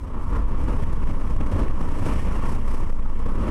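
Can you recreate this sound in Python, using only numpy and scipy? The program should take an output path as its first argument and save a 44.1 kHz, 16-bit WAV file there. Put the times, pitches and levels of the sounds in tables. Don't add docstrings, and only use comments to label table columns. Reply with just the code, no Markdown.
import sys
import numpy as np
from scipy import signal
from scipy.fft import rfft, irfft
from scipy.io import wavfile
from scipy.ndimage import uniform_filter1d

SR = 44100
rng = np.random.default_rng(int(sys.argv[2]) if len(sys.argv) > 2 else 0)


def generate_wav(signal):
    frames = np.transpose(np.atleast_2d(signal))
    scaled = np.clip(frames, -1, 1) * 32767
    pcm = np.round(scaled).astype(np.int16)
    wavfile.write(sys.argv[1], SR, pcm)


N = 154350
T = np.arange(N) / SR

# (time [s], swell [dB], swell width [s], rise or dip in the hiss [dB])
SLAPS = [(0.843, 6.5, 0.0048, 7), (0.938, 6.5, 0.0048, 2), (1.05, 6, 0.0041, 1), (1.083, 9, 0.0018, 6),
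         (1.342, 9, 0.0033, 2), (1.3721, 14, 0.0022, 8), (1.419, 8, 0.0027, 8.5),
         (1.692, 10.5, 0.0043, 9.5), (1.719, 7, 0.0043, 6.5), (1.8218, 5, 0.0034, -4),
         (2.9345, 14.5, 0.003, 4), (3.066, 5, .0043, -7)]


def from_db(db):
    return 10 ** (np.asarray(db) / 20)


def rms_one(x):
    return x / np.sqrt(np.mean(x ** 2) + 1e-20)


def in_time(rows):
    return np.interp(T, *np.transpose(rows))


def pulses(times, heights, widths):
    return sum(h * np.exp(-.5 * ((T - s) / w) ** 2) for s, h, w in zip(times, heights, widths))


def drift(rate_hz):
    hop, run_in = 40, 2000
    pole = np.exp(-2 * np.pi * rate_hz * hop / SR)
    white = rng.standard_normal(N // hop + run_in + 2)
    slow = signal.lfilter([1], [1, -2 * pole, pole * pole], white)[run_in:]
    return np.interp(np.arange(N) / hop, np.arange(len(slow)), rms_one(slow))


def noise(spectrum):
    hz, db = np.transpose(spectrum)
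    f = np.maximum(np.arange(N // 2 + 1) * SR / N, 1)
    skirts = np.minimum(f / hz[0], 1) ** 2 * np.minimum(hz[-1] / f, 1) ** 2
    colour = from_db(np.interp(np.log(f), np.log(hz), db))
    return rms_one(irfft(rfft(rng.standard_normal(N)) * skirts * colour, N))


def turbulent(spectrum, level_db, flutter_db, flutter_hz):
    x = noise(spectrum)
    steady = x / np.sqrt(uniform_filter1d(x ** 2, int(0.07 * SR)) + 1e-12)
    return steady * from_db(level_db + flutter_db * drift(flutter_hz))


def throb_angle():
    # (time [s], rate [Hz])
    throb_rate = [(0.0, 14.82), (0.2, 15.2), (0.4, 16.69), (0.55, 16.3), (0.7, 15.58), (0.85, 15.45),
                  (1.0, 13.26), (1.15, 15.27), (1.3, 15.73), (1.45, 15.96), (1.6, 13.84), (1.75, 13.96),
                  (1.9, 14.24), (2.05, 14.35), (2.2, 15.5), (2.4, 14.75), (2.6, 15.8), (2.75, 16.43),
                  (2.9, 15.83), (3.1, 14.62), (3.3, 16.03), (3.5, 16.28)]
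    return 2 * np.pi * np.cumsum(in_time(throb_rate)) / SR


def cabin_throb():
    # (time [s], relative level [dB])
    throb_level = [(0, -49), (.12, -28), (.24, -21.5), (.35, -27), (.46, -19.5), (.6, -17.5), (.68, -26),
                   (.79, -20), (1.15, -17), (1.3, -20), (1.48, -16), (1.53, -29), (1.62, -23),
                   (1.69, -18.5), (1.9, -17), (2.05, -20.5), (2.55, -17), (3.0, -16.5), (3.33, -16),
                   (3.45, -32)]
    trim_db, third_harmonic_db = -0.16, -27
    angle = throb_angle()
    times, swell_db, widths, _ = np.transpose(SLAPS)
    swing = np.sqrt(2) * (np.sin(angle) - from_db(third_harmonic_db) * np.cos(3 * angle))
    return swing * from_db(in_time(throb_level) + trim_db + pulses(times, swell_db, widths))


def engine(firing_hz=78.44, wander_hz=0.5, level_db=-38.5):
    hz = firing_hz + wander_hz * drift(0.61)
    return from_db(level_db) * np.sqrt(2) * np.sin(2 * np.pi * np.cumsum(hz) / SR)


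def body_rumble(trim_db=3.5, gust_share=0.15):
    # (frequency [Hz], relative level [dB])
    rumble_spectrum = [(8, -17.5), (24, -5), (33, -2.5), (38, -4), (48, 3), (60, -10), (85, -13.5),
                       (120, -17.5), (200, -33)]
    # (time [s], relative level [dB])
    rumble_level = [(0, -35), (0.26, -32.5), (0.33, -23), (0.45, -23.5), (0.5, -27.5), (0.58, -29),
                    (0.64, -26.5), (0.75, -24), (0.95, -29.5), (1.1, -23), (1.2, -33.5), (1.35, -26.5),
                    (1.48, -29), (1.55, -20.5), (1.64, -25.5), (1.76, -30.5), (1.96, -30.5), (2.03, -26),
                    (2.45, -28.5), (2.9, -31), (3.15, -31), (3.32, -32.5), (3.39, -24.5), (3.5, -29.5)]
    roar_gust_db, _, _ = gusts_db()
    level_db = in_time(rumble_level) + gust_share * roar_gust_db + trim_db
    return turbulent(rumble_spectrum, level_db, flutter_db=1.3, flutter_hz=35)


def tyres(roar_trim_db=1.5, tread_trim_db=-6.5):
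    # (frequency [Hz], relative level [dB])
    roar_spectrum = [(80, -10), (130, -2.5), (165, 0), (200, 1.5), (290, -0.5), (350, -6.5), (420, -8.5),
                     (480, -7.5), (630, -13), (780, -27.5), (1400, -27), (3000, -38)]
    # (frequency [Hz], relative level [dB])
    tread_spectrum = [(600, -24), (790, -9.5), (870, -2), (970, 1), (1035, -1), (1105, 2.5), (1200, -4),
                      (1310, -5), (1500, -14.5), (2200, -24.5), (4000, -49)]
    # (time [s], relative level [dB])
    roar_level = [(0, -45), (0.18, -37.5), (0.28, -41.5), (0.35, -32), (0.46, -38.5), (0.54, -33.5),
                  (0.65, -36.5), (0.7, -33.5), (0.79, -31.5), (0.88, -37.5), (1.0, -36.5), (1.1, -35.5),
                  (1.2, -36.5), (1.48, -35.5), (1.53, -33.5), (1.62, -30.5), (1.71, -38.5), (1.82, -34),
                  (2.02, -35.5), (2.07, -29), (2.22, -36.5), (2.46, -34.5), (2.56, -35.5), (2.66, -39),
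                  (2.82, -36), (2.92, -40.5), (3.17, -40.5), (3.33, -34.5), (3.44, -31), (3.5, -31.5)]
    follow_share, pivot_db = 0.84, -33
    roar_db = in_time(roar_level)
    roar_gust_db, tread_gust_db, _ = gusts_db()
    roar = turbulent(roar_spectrum, roar_db + roar_gust_db + roar_trim_db, flutter_db=0.8, flutter_hz=28)
    tread_db = pivot_db + follow_share * (roar_db - pivot_db) + tread_gust_db
    tread = turbulent(tread_spectrum, tread_db + tread_trim_db, flutter_db=1.43, flutter_hz=7.2)
    return roar + tread


def wind(rush_trim_db=11, hiss_trim_db=1):
    # (frequency [Hz], relative level [dB])
    rush_spectrum = [(600, 7.5), (1400, -3), (1600, -4), (1800, 2.5), (2050, -2), (2250, 0), (2500, -4),
                     (2850, -4), (3300, -8.5), (3800, -26.5), (6000, -65)]
    # (frequency [Hz], relative level [dB])
    hiss_spectrum = [(1500, 0.5), (3600, -1.5), (4900, 0.5), (5500, 3.5), (6050, 1.5), (6800, -1.5),
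                     (8500, 1.5), (10000, -1), (12200, -7), (13500, -15), (14500, -27), (16000, -27)]
    # (time [s], relative level [dB])
    flow_level = [(0, -69), (0.27, -65.5), (0.35, -60.5), (0.46, -64), (0.64, -60), (0.7, -60), (0.81, -59),
                  (0.87, -63), (1.1, -61), (1.46, -62.5), (1.6, -57), (1.71, -63.5), (1.83, -58),
                  (2.0, -56.5), (2.09, -49.5), (2.16, -52), (2.22, -54), (2.46, -55.5), (2.56, -58.5),
                  (2.83, -60), (2.92, -64), (3.17, -63), (3.34, -60), (3.45, -56.5), (3.5, -59)]
    flick_lead_s, flick_width_s, rush_flick_scale = 0.0067, 0.0025, 1.68
    times, _, _, flick_heights = np.transpose(SLAPS)
    flicks_db = pulses(times - flick_lead_s, flick_heights, np.full(len(times), flick_width_s))
    _, _, wind_gust_db = gusts_db()
    flow_db = in_time(flow_level) + wind_gust_db
    rush_db = flow_db + rush_flick_scale * flicks_db + rush_trim_db
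    rush = turbulent(rush_spectrum, rush_db, flutter_db=1.24, flutter_hz=18)
    hiss = turbulent(hiss_spectrum, flow_db + flicks_db + hiss_trim_db, flutter_db=1.6, flutter_hz=7)
    return rush + hiss


def buffeting(flutter_db=1.14, flutter_hz=38):
    # (time [s], depth [dB])
    pump_depth = [(0, 2.3), (.75, 0.7), (.9, 1.5), (1.45, 1), (1.55, 0.8), (1.72, 1.4), (2.1, 0.95),
                  (2.5, 2.1), (2.9, 2.7), (3.3, 2.2), (3.45, -0.5)]
    pump_db = in_time(pump_depth) * np.sin(2 * throb_angle())
    return from_db(flutter_db * drift(flutter_hz) + pump_db)


def gusts_db(attack_s=0.0064):
    # (time [s], roar [dB], tread [dB], wind [dB], decay [s])
    gusts = [(0.345, -1.5, 5, 1.5, 0.045), (0.676, 9, 13.5, 7.5, 0.025), (0.817, 5.5, -5, 2.5, 0.016),
             (1.091, 10, 5, 8, 0.014), (1.4, 20.5, 9.5, 9.5, 0.017), (1.461, 17, 12, 18, 0.0088),
             (1.510, 8.5, -0.5, 7.5, .028), (1.581, 3, 8.5, 3, 0.036), (1.623, 3.5, -4.5, 1, 0.034),
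             (1.807, 9, 2.5, 10.5, 0.018), (2.05, 8, -2, 4.5, 0.019), (2.082, 3, 8.5, 1.5, 0.04),
             (2.254, 9, 5, 3, 0.06), (2.434, 3.5, 10.5, 3, 0.027), (3.257, 13, 2, 6, 0.0096),
             (3.372, 7, -4, -3, 0.018)]
    pushes_db = 0
    for start, *push_db, decay_s in gusts:
        age = np.maximum(T - start, 0)
        envelope = np.minimum(age / attack_s, 1) * np.exp(-age / decay_s)
        pushes_db = pushes_db + np.outer(push_db, envelope)
    return pushes_db


def limiter(x, threshold_db=-14.5, range_db=5.5, duck_share=0.54):
    attack_s, overshoot_fall_db_per_s = 0.0018, 92
    overshoot_db = np.clip(20 * np.log10(np.abs(x) + 1e-9) - threshold_db, 0, range_db)
    fall_db = overshoot_fall_db_per_s * T
    held_db = np.maximum.accumulate(overshoot_db + fall_db, axis=-1) - fall_db
    pole = np.exp(-1 / (attack_s * SR))
    smoothed_db = signal.lfilter([1 - pole], [1, -pole], held_db)
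    return x * from_db(-duck_share * smoothed_db)


def scene():
    buffet = buffeting()
    return (cabin_throb() + engine() + buffet * (body_rumble() + tyres() + wind()))[None]


def record(dry):
    ceiling, knee_hardness, cutoff_hz = 0.228, 40, 15700
    limited = limiter(dry)
    clipped = limited / (1 + (limited / ceiling) ** knee_hardness) ** (1 / knee_hardness)
    lowpass = signal.ellip(10, .1, 80, cutoff_hz, fs=SR, output="sos")
    return signal.sosfilt(lowpass, clipped)


dry = scene()
out = record(dry)
generate_wav(out)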